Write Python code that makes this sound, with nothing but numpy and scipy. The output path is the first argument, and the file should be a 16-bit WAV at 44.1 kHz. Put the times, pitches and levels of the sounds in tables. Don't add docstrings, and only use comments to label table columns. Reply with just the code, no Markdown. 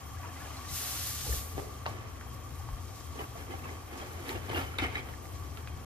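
import sys
import numpy as np
from scipy import signal
from scipy.fft import rfft, irfft, next_fast_len
from scipy.io import wavfile
from scipy.ndimage import uniform_filter1d

SR = 44100
rng = np.random.default_rng(int(sys.argv[2]) if len(sys.argv) > 2 else 0)


def volts_from_db(level):
    exponent = np.asarray(level, float) / 20
    return 10 ** exponent


def persist_wave(psi):
    counts = np.round(np.clip(psi, -1, 1) * 32767).astype(np.int16)
    wavfile.write(sys.argv[1], SR, np.atleast_2d(counts).T)


N = 260807

# (time [s], stir above the calm boil [dB])
SALT_STIR = [
    (0, 7.5),
    (.15, 5),
    (.25, 15),
    (.33, 10),
    (.47, 13.5),
    (.56, 12),
    (.68, 9),
    (.9, 14),
    (1.15, 7),
    (1.6, 4.5),
]
# (frequency [Hz], width [Hz], level [dB])
BOARD_MODES = [(265, 61, -2), (363, 23.7, 1.5), (450, 84, -3.5), (758, 130, -4.5), (929, 25, -6.5),
               (1220, 294, -4), (1710, 190, -3), (2200, 550, -6.5), (2990, 64, 3), (4230, 1900, -22),
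               (4750, 314, -20)]
# (time [s], lag [samples])
POT_SIDE = [(0, -4), (2, -3)]


def boil():
    # (frequency [Hz], width [Hz], level [dB])
    column_modes = [(67.6, 26.8, -3), (86, 13.5, 2.5), (121.4, 21.7, -6.5)]
    # (time [s], level [dB], rise and fall per 20 dB [s])
    heaves = [(.05, -46.5, 0), (.16, -41.5, 0.3), (.47, -46.5, 1.1), (.73, -39, 0.07), (0.811, -32, -0.08),
              (1.03, -45.5, 0.6), (1.31, -39.5, 0.33), (1.57, -36.5, 0.1), (1.742, -52, 3.2),
              (1.89, -43, .5), (2.3, -46.5, 3), (2.5, -58, 1.3), (2.68, -42.5, 0.75), (3.12, -44.5, 0.2),
              (3.27, -48, 0.8), (3.42, -51.5, 0.6), (3.65, -45, 0.8), (3.87, -37, 0), (4.01, -26.5, -0.04),
              (4.16, -44, 0.34), (4.36, -37, 0.06), (4.51, -44.5, 0.27), (4.59, -38, 0.34),
              (4.75, -33, -0.3), (4.85, -36, 0.14), (4.97, -41.5, 0.24), (5.1, -38.5, 0.1),
              (5.26, -46, -0.5), (5.34, -43, 0.15), (5.43, -41.5, 0.55), (5.75, -41.5, 0.5)]
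    # (frequency [Hz], level per Hz [dB])
    simmer_spectrum = [(110, -22), (180, -5), (260, 3), (420, -7), (600, -7), (1000, -7), (1500, -12),
                       (2100, -12), (4500, -36), (6000, -48.5)]
    # (frequency [Hz], width [Hz], level [dB])
    wall_modes = [(262, 30, -2), (360, 35, -6), (450, 45, -8), (640, 40, -8), (760, 70, -5), (990, 30, -9),
                  (1075, 35, -3), (1128, 21, 5), (1192, 21, 2.5), (1385, 40, -13), (3190, 70, -11),
                  (3245, 28, -10), (5698, 32, -6), (6885, 36, -6.5)]
    (stir_db,), (s, db, length) = in_time(SALT_STIR), np.transpose(heaves)

    low_band = signal.butter(2, [42, 165], "band", fs=SR, output="sos")
    throb = unit(signal.sosfilt(low_band, body(grains(400, 1.0), column_modes)))
    throb = unit(throb / (uniform_filter1d(throb[0] ** 2, size=SR // 20) + 0.1) ** 0.28)
    throb_gain = np.hypot(volts_from_db(-52.5), humps(s, db, length, length))

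    simmer = patchy(grains(3000, 2.5), simmer_spectrum, patchy_db=0.6)
    simmer_gain = volts_from_db(-55.5 + 0.28 * stir_db)

    ring = unit(body(body(grains(6000, 1.16), [(1180, 3000, 0)]), wall_modes))
    ring = unit(ring / (uniform_filter1d(ring[0] ** 2, size=SR // 14) + 0.22) ** 0.21)
    ring_gain = volts_from_db(-52.5 - 0.5 * np.arange(N) / SR + 0.6 * drift(6))
    return throb_gain * throb + simmer_gain * simmer + ring_gain * ring


def gurgles():
    (stir_db,) = in_time(SALT_STIR)
    pops, dealt = grains(1800, 2.0), rng.integers(0, 16, N)
    rings = 0
    for k, hz in enumerate(np.geomspace(420, 2900, num=16)):
        own = pops * (dealt == k) + 1e-18
        rings = rings + resonate(resonate(own, hz, 0.089 * hz), hz, 0.36 * hz) * hz ** -0.35
    rings = rings + volts_from_db(1.5) * resonate(rings, 748, 70)
    return volts_from_db(-63.5 + stir_db) * unit(rings)


def plops():
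    # (time [s], peak level [dB], frequency [Hz])
    bubbles = [(.169, -48, 1680), (.195, -43, 735), (.232, -44, 1000), (.246, -46, 1335), (.362, -50, 1570),
               (.402, -52, 2220), (.406, -52, 1399), (.419, -47, 1442), (.458, -45, 1658),
               (.472, -50, 2390), (.5, -45, 740), (.963, -47, 1399), (1.192, -49, 1399),
               (2.262, -53.5, 796), (2.598, -48, 770), (.243, -39, 940), (.288, -47, 1720),
               (.365, -47, 2010), (.403, -45, 1660), (.415, -49, 1750), (.448, -49, 770), (.505, -40, 1150),
               (.544, -47, 2050), (.567, -43, 4100), (.57, -49, 770), (.592, -44, 1136),
               (.612, -43.5, 1147), (.645, -46.5, 1840), (.675, -57, 1180), (.686, -47, 3789),
               (.69, -47, 2010), (2.2155, -52, 1490), (2.218, -53, 1830), (2.6935, -45, 1060),
               (2.697, -49, 1060)]
    return volts_from_db(-1.5) * blips(bubbles, POT_SIDE, rise=0.0015, t60=0.065, climb=1.9)


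def foam():
    # (frequency [Hz], level per Hz [dB])
    fizz_spectrum = [(760, -29), (1300, -6), (2100, -6), (4000, -1), (6400, 0), (7900, -2.5), (9500, -5.5),
                     (11000, -6), (14200, -3.5), (15900, -8)]
    # (time [s], level above the calm fizz [dB])
    swell = [(0, 0), (.33, 0.5), (.4, 7), (.67, 8.5), (.715, 16), (.76, 20), (.93, 19), (1.05, 19.5),
             (1.14, 17.5), (1.37, 18.5), (1.46, 7), (1.54, 6.5), (1.9, -0.5), (2.1, -0.5), (2.6, 0.5),
             (2.9, 2.5), (5.4, 0.5), (5.9, 2.5)]
    # (time [s], fizz level [dB], finest bubbles' level [dB])
    spits = [(.062, -68, -60), (.76, -53, -46), (1.07, -45, -40), (1.325, -56, -39), (1.6, -50.5, -54.5),
             (1.89, -52.5, -58), (2.33, -74, -62), (2.97, -60.5, -71), (3.22, -67, -58), (3.38, -63, -58),
             (3.59, -57, -57), (3.98, -51.5, -63), (4.13, -66, -58), (4.29, -52, -56), (4.55, -60, -52),
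             (4.59, -64, -50.5), (5.23, -85, -58), (5.575, -61, -62.5)]
    spit_rise_s, spit_fall_s = 0.045, 0.14
    (swell_db,), (s, fizz_db, finest_db) = in_time(swell), np.transpose(spits)

    flicker_db = 0.84 / (0.5 + 0.084 * np.maximum(swell_db, 0))
    fizz = patchy(grains(14000, 2.9), fizz_spectrum, patchy_db=flicker_db)
    top = signal.sosfilt(signal.butter(4, 9200, "high", fs=SR, output="sos"), fizz)
    low = signal.sosfilt(signal.butter(4, 9200, "low", fs=SR, output="sos"), fizz)
    low_gain = np.hypot(volts_from_db(-59.5 + swell_db), humps(s, fizz_db, spit_rise_s, spit_fall_s))

    fade_db = 59 * np.arange(N) / SR
    linger_db = np.maximum.accumulate(0.056 * swell_db ** 2 + fade_db) - fade_db
    top_gain = np.hypot(volts_from_db(-62 + linger_db), humps(s, finest_db, spit_rise_s, spit_fall_s))
    return low_gain * unit(low) + top_gain * unit(top)


def handling():
    # (peak time [s], board level [dB], rise to -20 dB [s], fall to -20 dB [s],
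    # scratch against the board [dB])
    cloth = [(1.265, -50, -0.13, 0.33, -25), (1.536, -55.5, 0.3, 0.7, -6), (1.6, -36, 0.04, -0.12, -12.5),
             (1.875, -49.5, -0.27, 0.35, -3), (2.22, -58.5, 0.6, 0.4, -21), (2.65, -57, 1.2, 5, -22),
             (2.72, -65.5, -1, -1.6, 7), (2.98, -62, -3, -8.5, -2)]
    carry = [(3.21, -43.5, 0.068, 0.055, -4), (3.39, -48, 0.046, 0.097, -4),
             (3.52, -44.5, 0.055, 0.1, -5.5), (3.67, -48, 0.091, 0.2, -3.5), (3.94, -46.5, 0.08, 0.11, -5)]
    dig = [(4.02, -48.5, 0.056, 0.12, -1.5), (4.19, -49.5, 0.21, 0.25, -4), (4.3, -43, 0.072, 0.11, -2),
           (4.36, -42, 0.031, 0.051, -6), (4.44, -48.5, 0.08, 0.12, -3), (4.505, -39, 0.032, 0.12, -3.5),
           (4.575, -38.5, 0.054, 0.11, -1.5), (4.72, -49.5, 0.2, 0.2, -2), (4.795, -43, 0.016, 0.022, 4),
           (4.835, -40, 0.035, 0.056, 1.5), (4.89, -46, .08, 0.21, -5.5), (4.97, -43.5, 0.044, 0.059, 0),
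           (5.08, -49, 0.1, 0.097, -4.5), (5.25, -54.5, 0.31, 0.62, -30), (5.47, -57, 0.21, 0.045, -4),
           (5.575, -52.5, 0.019, 0.086, -4), (5.72, -56, 0.14, 0.58, -12)]
    crispness = {"cloth": -16, "carry": -17, "dig": -13}
    s, board_db, rise, fall, scratch_db = np.transpose(cloth + carry + dig)
    crisp_db = np.repeat(list(crispness.values()), [len(cloth), len(carry), len(dig)])
    scratch_db = board_db + scratch_db

    slips = grains(2500 * volts_from_db(2.5 * drift(40)), 2.4)
    slips = slips / (uniform_filter1d(slips ** 2, size=SR // 40) + 0.11) ** 0.34
    board = humps(s, board_db, rise, fall, order=2) * unit(body(slips, BOARD_MODES[:5]))
    scratch = humps(s, scratch_db + 1.5, rise, fall, order=2) * unit(body(slips, BOARD_MODES[5:8]))
    crisp = humps(s, scratch_db + crisp_db, rise, fall, order=2) * unit(body(slips, BOARD_MODES[8:]))
    return board + scratch + crisp


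def box_knocks():
    # (time [s], peak level [dB], ring [Hz], ring width [Hz], tail t60 [s])
    light = [(1.29, -41, 437, 120, .12), (1.335, -36, 405, 150, 0.14), (1.5795, -26.5, 394, 220, 0.52),
             (1.590, -51, 397, 200, 0.28), (1.858, -25, 1280, 500, 0.088), (1.8625, -26.5, 960, 620, 0.15),
             (1.863, -25, 620, 200, 0.22), (1.8635, -28, 4070, 1500, 0.22), (4.292, -25, 2020, 600, 0.23),
             (4.293, -30, 4140, 800, .05), (4.4955, -32, 3000, 2500, .03),
             (4.7848, -29, 12000, 5000, 0.035), (4.7856, -42, 8440, 1204, .04),
             (4.8195, -36.5, 5000, 2500, .05), (4.823, -24.5, 265, 79.5, 0.055),
             (4.846, -28.5, 760, 195, 0.59), (4.9548, -22.5, 2070, 302, 0.27),
             (4.9552, -40, 3700, 603, 0.065), (4.985, -36, 2270, 120, 0.18), (5.139, -39, 1920, 400, 0.07)]
    heavy = [(3.155, -38.5, 418, 148, 0.093), (3.195, -33, 358, 120, 0.1), (3.2135, -36, 1300, 1200, .08),
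             (4.499, -32, 413, 200, 0.17), (4.7848, -26, 3720, 200, 0.16), (4.7868, -19, 2200, 486, 0.71),
             (4.835, -30, 2900, 302, 0.27), (5.088, -37, 1830, 905, 0.084)]
    # (time [s], peak level [dB], frequency [Hz])
    nudges = [(1.67, -45, 420), (3.171, -45, 861), (3.353, -40, 690), (3.495, -42, 344), (3.711, -43, 409),
              (4.018, -42, 775), (4.023, -45, 596), (4.039, -47, 565), (4.073, -47, 855), (4.2, -41.5, 353),
              (4.296, -35.5, 366), (4.348, -39, 318), (4.451, -44.5, 394), (4.542, -37, 334),
              (4.585, -35, 324), (4.605, -41, 376), (4.614, -41.5, 800), (4.7845, -41.5, 882),
              (4.855, -39, 465), (4.88, -40, 753), (4.892, -44, 409), (4.962, -51, 806), (4.989, -44, 382)]
    # (time
    # [s], peak level [dB], frequency [Hz])
    clacks = [(1.253, -44, 760), (1.265, -41, 486), (1.268, -38.5, 850), (1.292, -38, 450),
              (1.326, -33, 1750), (3.2075, -32, 980), (3.24, -38, 1140), (3.241, -52, 2790),
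              (5.681, -47, 2480), (1.8675, -33.5, 910), (1.874, -33, 1106), (1.8803, -43, 756),
              (1.894, -45, 784), (3.1907, -40, 3010), (3.52, -43, 2080), (3.539, -34, 780),
              (3.6421, -46.5, 2660), (3.6544, -47, 2620), (3.655, -35, 1100), (3.678, -46, 2300),
              (3.692, -41, 2050), (3.997, -39, 1130), (4.02, -51, 2040), (4.103, -49, 894),
              (4.3075, -43, 824), (4.3147, -39.5, 910), (4.3561, -43, 2770), (4.4983, -43, 3070),
              (4.523, -47, 3100), (4.5317, -35, 900), (4.5462, -30.5, 2800), (4.5556, -34, 770),
              (4.5585, -46, 4530), (4.5607, -33, 1550), (4.5629, -41, 2910), (4.5687, -32, 2760),
              (4.5752, -35, 1370), (4.5774, -37, 2800), (4.5861, -41, 2840), (4.5897, -35, 1380),
              (4.6195, -51, 4640), (4.679, -44, 3000), (4.7987, -39, 1400), (4.8045, -37.5, 1750),
              (4.8212, -48.5, 4440), (4.8214, -37, 3080), (4.8219, -36, 1410), (4.8256, -34, 750),
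              (4.8336, -48, 5330), (4.8386, -29, 2100), (4.8401, -40, 745), (4.851, -35, 1860),
              (4.859, -34, 2130), (4.9692, -40, 2280), (4.978, -41, 3180), (4.9787, -43, 2210),
              (4.991, -49, 4030),
              (1.8622, -38, 2750), (1.8622, -39, 2000), (3.196, -50, 1940), (3.592, -52, 2600),
             (3.593, -48, 1690), (3.238, -44, 1550), (3.518, -46.5, 3030), (3.516, -51, 2090),
             (3.636, -47, 2239), (3.69, -45, 1959), (3.988, -49, 2700), (4.002, -46, 2520),
             (4.013, -45, 3240), (4.259, -53, 2045), (4.266, -52, 3800), (4.308, -50, 2800),
             (4.314, -44, 2024), (4.549, -39, 3251), (4.596, -41, 1670), (4.663, -46, 3036),
             (4.74, -41, 1360), (4.789, -44, 2605), (4.837, -40.5, 3070), (4.848, -42, 3060),
             (4.858, -33, 2190), (4.8375, -35, 2250), (4.97, -40, 2290), (4.8715, -42, 2250),
             (4.955, -38, 1690), (4.957, -41.5, 3870), (4.96, -35, 2140), (5.003, -47, 3273),
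             (5.136, -48.5, 1710), (5.574, -46, 1335)]
    # (time [s], lag [samples])
    box_side = [(1.9, 10), (3.1, 20), (3.55, 19), (3.64, 13), (4.2, 11), (4.6, 10), (4.8, 9), (4.86, 7),
                (4.96, 8), (4.99, 4), (5.14, -3)]
    struck = taps(light, box_side, board_db=-15) + taps(heavy, box_side, board_db=-5.5)
    dull = blips(nudges, box_side, rise=0.0033, t60=0.057, climb=0)
    return struck + dull + blips(clacks, box_side, rise=0.0007, t60=0.044, climb=0)


def pot_taps():
    # (time [s], peak level [dB], ring [Hz], ring width [Hz], tail t60 [s])
    drips = [(2.2112, -34, 1460, 600, 0.061), (2.6888, -33.5, 830, 398, 0.066),
             (5.255, -44, 2080, 300, .05), (5.573, -32, 2500, 2000, 0.1), (5.6743, -30, 1360, 1500, 0.12)]
    return taps(drips, POT_SIDE, board_db=-33)


def thumps():
    # (time [s], peak level [dB], frequency [Hz], rise [s], t60 [s])
    steps = [
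        (1.276, -26, 66, 0.044, 0.18),
        (1.363, -30, 64, 0.012, 0.14),
        (2.701, -31.5, 47.3, 0.04, 0.13),
    ]
    out = np.zeros(N)
    for s, db, hz, rise, t60 in steps:
        t = np.maximum(np.arange(N) / SR - s, 0)
        decay = volts_from_db(db - 60 * np.maximum(t - rise, 0) / t60)
        out += decay * np.minimum(t / rise, 1) * np.sin(2 * np.pi * hz * t)
    return out


def kitchen(x):
    t60_s, wall_cut_hz = 0.16, 1400
    size = next_fast_len(N + SR)
    hz, walls = np.fft.rfftfreq(size, 1 / SR), np.zeros((2, size // 2 + 1), complex)
    for k, lag in enumerate(rng.uniform(0.0084, 0.1, 10)):
        loop = volts_from_db(-60 * lag / t60_s) * np.exp(-2j * np.pi * hz * lag) / (1 + 1j * hz / wall_cut_hz)
        walls[k % 2] += loop / (1 - loop) * (-1) ** (k // 2)
    return irfft(walls * rfft(x, size), size)[:, :N]


def ports(pair, phase):
    # (frequency [Hz], likeness of the ports [0-1])
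    likeness = [(60, 0.98), (130, 0.84), (300, 0.78), (600, 0.35), (1200, 0.5), (3000, 0.42), (7000, 0.45),
                (9500, 0.65), (10500, .72), (11200, .99), (12900, 0.99), (14000, .55), (15500, .45)]
    # (frequency [Hz], left over right [dB])
    left_louder = [(60, 5), (180, 4), (550, 0.5), (1650, 0.5), (4970, 2), (15000, -1)]
    size = next_fast_len(N)
    hz, (near, diffuse) = np.fft.rfftfreq(size, 1 / SR), rfft(pair, size)
    alike, tilt = np.clip(at_hz(likeness, hz), 0, 1), volts_from_db(at_hz(left_louder, hz) / 2)
    right = alike * near * np.exp(-1j * at_hz(phase, hz)) + np.sqrt(1 - alike ** 2) * diffuse
    return irfft(np.array([near * tilt, right / tilt]), size)[:, :N]


def taps(rows, lag, board_db):
    out, t = np.zeros((2, N + SR)), np.arange(SR // 4) / SR
    for s, db, hz, width, t60 in rows:
        tail = 0.05 * volts_from_db(-60 * t / t60) + 0.06 * volts_from_db(-60 * t / 0.02)
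        rattle = rng.standard_normal((2, len(t))) * tail
        rattle[:, :3] += [0.5, 1, 0.5]
        ring = resonate(resonate(rattle, hz, 0.78 * width), hz, 3 * width)
        board = body(rattle, BOARD_MODES)
        sound = volts_from_db(db) * (ring / np.abs(ring).max() + volts_from_db(board_db) * board / np.abs(board).max())
        for side, at in enumerate(arrivals(s, lag)):
            out[side, at:at + len(t)] += sound[side]
    return out[:, :N]


def blips(rows, lag, rise, t60, climb):
    out, t = np.zeros((2, N + SR)), np.arange(SR // 10) / SR
    shape = (1 - np.exp(-t / rise)) * volts_from_db(-60 * t / t60)
    for s, db, hz in rows:
        sound = volts_from_db(db) * shape / shape.max() * np.sin(2 * np.pi * hz * (t + climb * t * t / 2))
        for side, at in enumerate(arrivals(s, lag)):
            out[side, at:at + len(t)] += sound
    return out[:, :N]


def arrivals(s, lags):
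    lag = round(np.interp(s, *np.transpose(lags)))
    return round(s * SR) + lag - lag // 2, round(s * SR) - lag // 2


def humps(s, db, rise, fall, order=1):
    t, power = np.arange(0, N + 32, 32) / SR, 0
    for at, top, up, down in np.broadcast(s, db, rise, fall):
        away = np.maximum((at - t) / max(up, 1e-3), (t - at) / max(down, 1e-3))
        power = power + volts_from_db(2 * (top - 20 * away ** order))
    return np.interp(np.arange(N) / SR, t, np.sqrt(power))


def patchy(pair, spectrum, patchy_db):
    size = next_fast_len(N)
    hz, out, shared = np.fft.rfftfreq(size, 1 / SR), 0, drift(3.4)
    coloured = rfft(pair, size) * volts_from_db(at_hz(spectrum, hz))
    octave = np.log2(hz + 1)
    for centre in np.arange(np.log2(spectrum[0][0]) - 1, np.log2(spectrum[-1][0]) + 1):
        band = np.cos(np.pi / 2 * np.clip(octave - centre, -1, 1)) ** 2
        flicker = volts_from_db(patchy_db * (0.7 * shared + drift(21)))
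        out = out + irfft(coloured * band, size)[:, :N] * flicker
    return unit(out)


def body(x, modes):
    return sum((-1) ** k * volts_from_db(db) * resonate(x, hz, width) for k, (hz, width, db) in enumerate(modes))


def resonate(x, hz, width):
    r = np.exp(-np.pi * width / SR)
    poles = [1, -2 * r * np.cos(2 * np.pi * hz / SR), r * r]
    return signal.lfilter([(1 - r * r) / 2, 0, (r * r - 1) / 2], poles, x)


def grains(per_s, spread_db):
    sizes = volts_from_db(spread_db * np.minimum(rng.exponential(1, (2, N)), 4)) * rng.choice([-1, 1], (2, N))
    return unit(sizes * (rng.random((2, N)) < per_s / SR)) + 1e-18


def drift(rate):
    r = np.exp(-80 * np.pi * rate / SR)
    slow = signal.lfilter([1], [1, -2 * r, r * r], rng.standard_normal(N // 40 + 2002))[2000:]
    return np.interp(np.arange(N) / 40, np.arange(len(slow)), unit(slow))


def in_time(rows):
    s, *columns = np.transpose(rows)
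    return [np.interp(np.arange(N) / SR, s, c, left=-99) for c in columns]


def at_hz(points, hz):
    table_hz, values = np.transpose(points)
    return np.interp(np.log(hz + 1), np.log(table_hz + 1), values)


def unit(x):
    return x / np.sqrt(np.mean(x ** 2) + 1e-20)


def scene():
    # (frequency [Hz], phase [rad])
    pot_phase = [(60, 0), (300, 0), (600, 1.2), (900, .2), (1200, 0.1), (3400, 1.2), (6800, 2.5),
                 (8300, 3.9), (9600, 4.8), (11200, 6.28), (13500, 6.3), (15200, 8.1)]
    # (frequency [Hz], phase [rad])
    box_phase = [(60, 0), (300, -.4), (430, -.5), (700, -1.4), (1200, -2.2), (2400, -3.1), (3400, -4.1),
                 (6000, -8.5), (10500, -12.56), (16000, -12.56)]
    pot = ports(boil() + gurgles() + foam() + thumps(), pot_phase)
    box = volts_from_db(np.array([[-0.8], [0.8]])) * ports(handling(), box_phase)
    knocks = box_knocks() + pot_taps() + plops()
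    return pot + box + knocks + volts_from_db(-7.0) * kitchen(knocks[0])


def low_pass(x):
    return signal.sosfilt(signal.butter(12, 16400, fs=SR, output="sos"), x)


def record(dry):
    fade = np.clip((5.850 - np.arange(N) / SR) / 0.004, 0, 1)
    top_cut = signal.cheby2(12, 60, 15900 + 150, fs=SR, output="sos")
    return low_pass(signal.sosfilt(top_cut, dry) * fade)


dry = scene()
out = record(dry)
persist_wave(out)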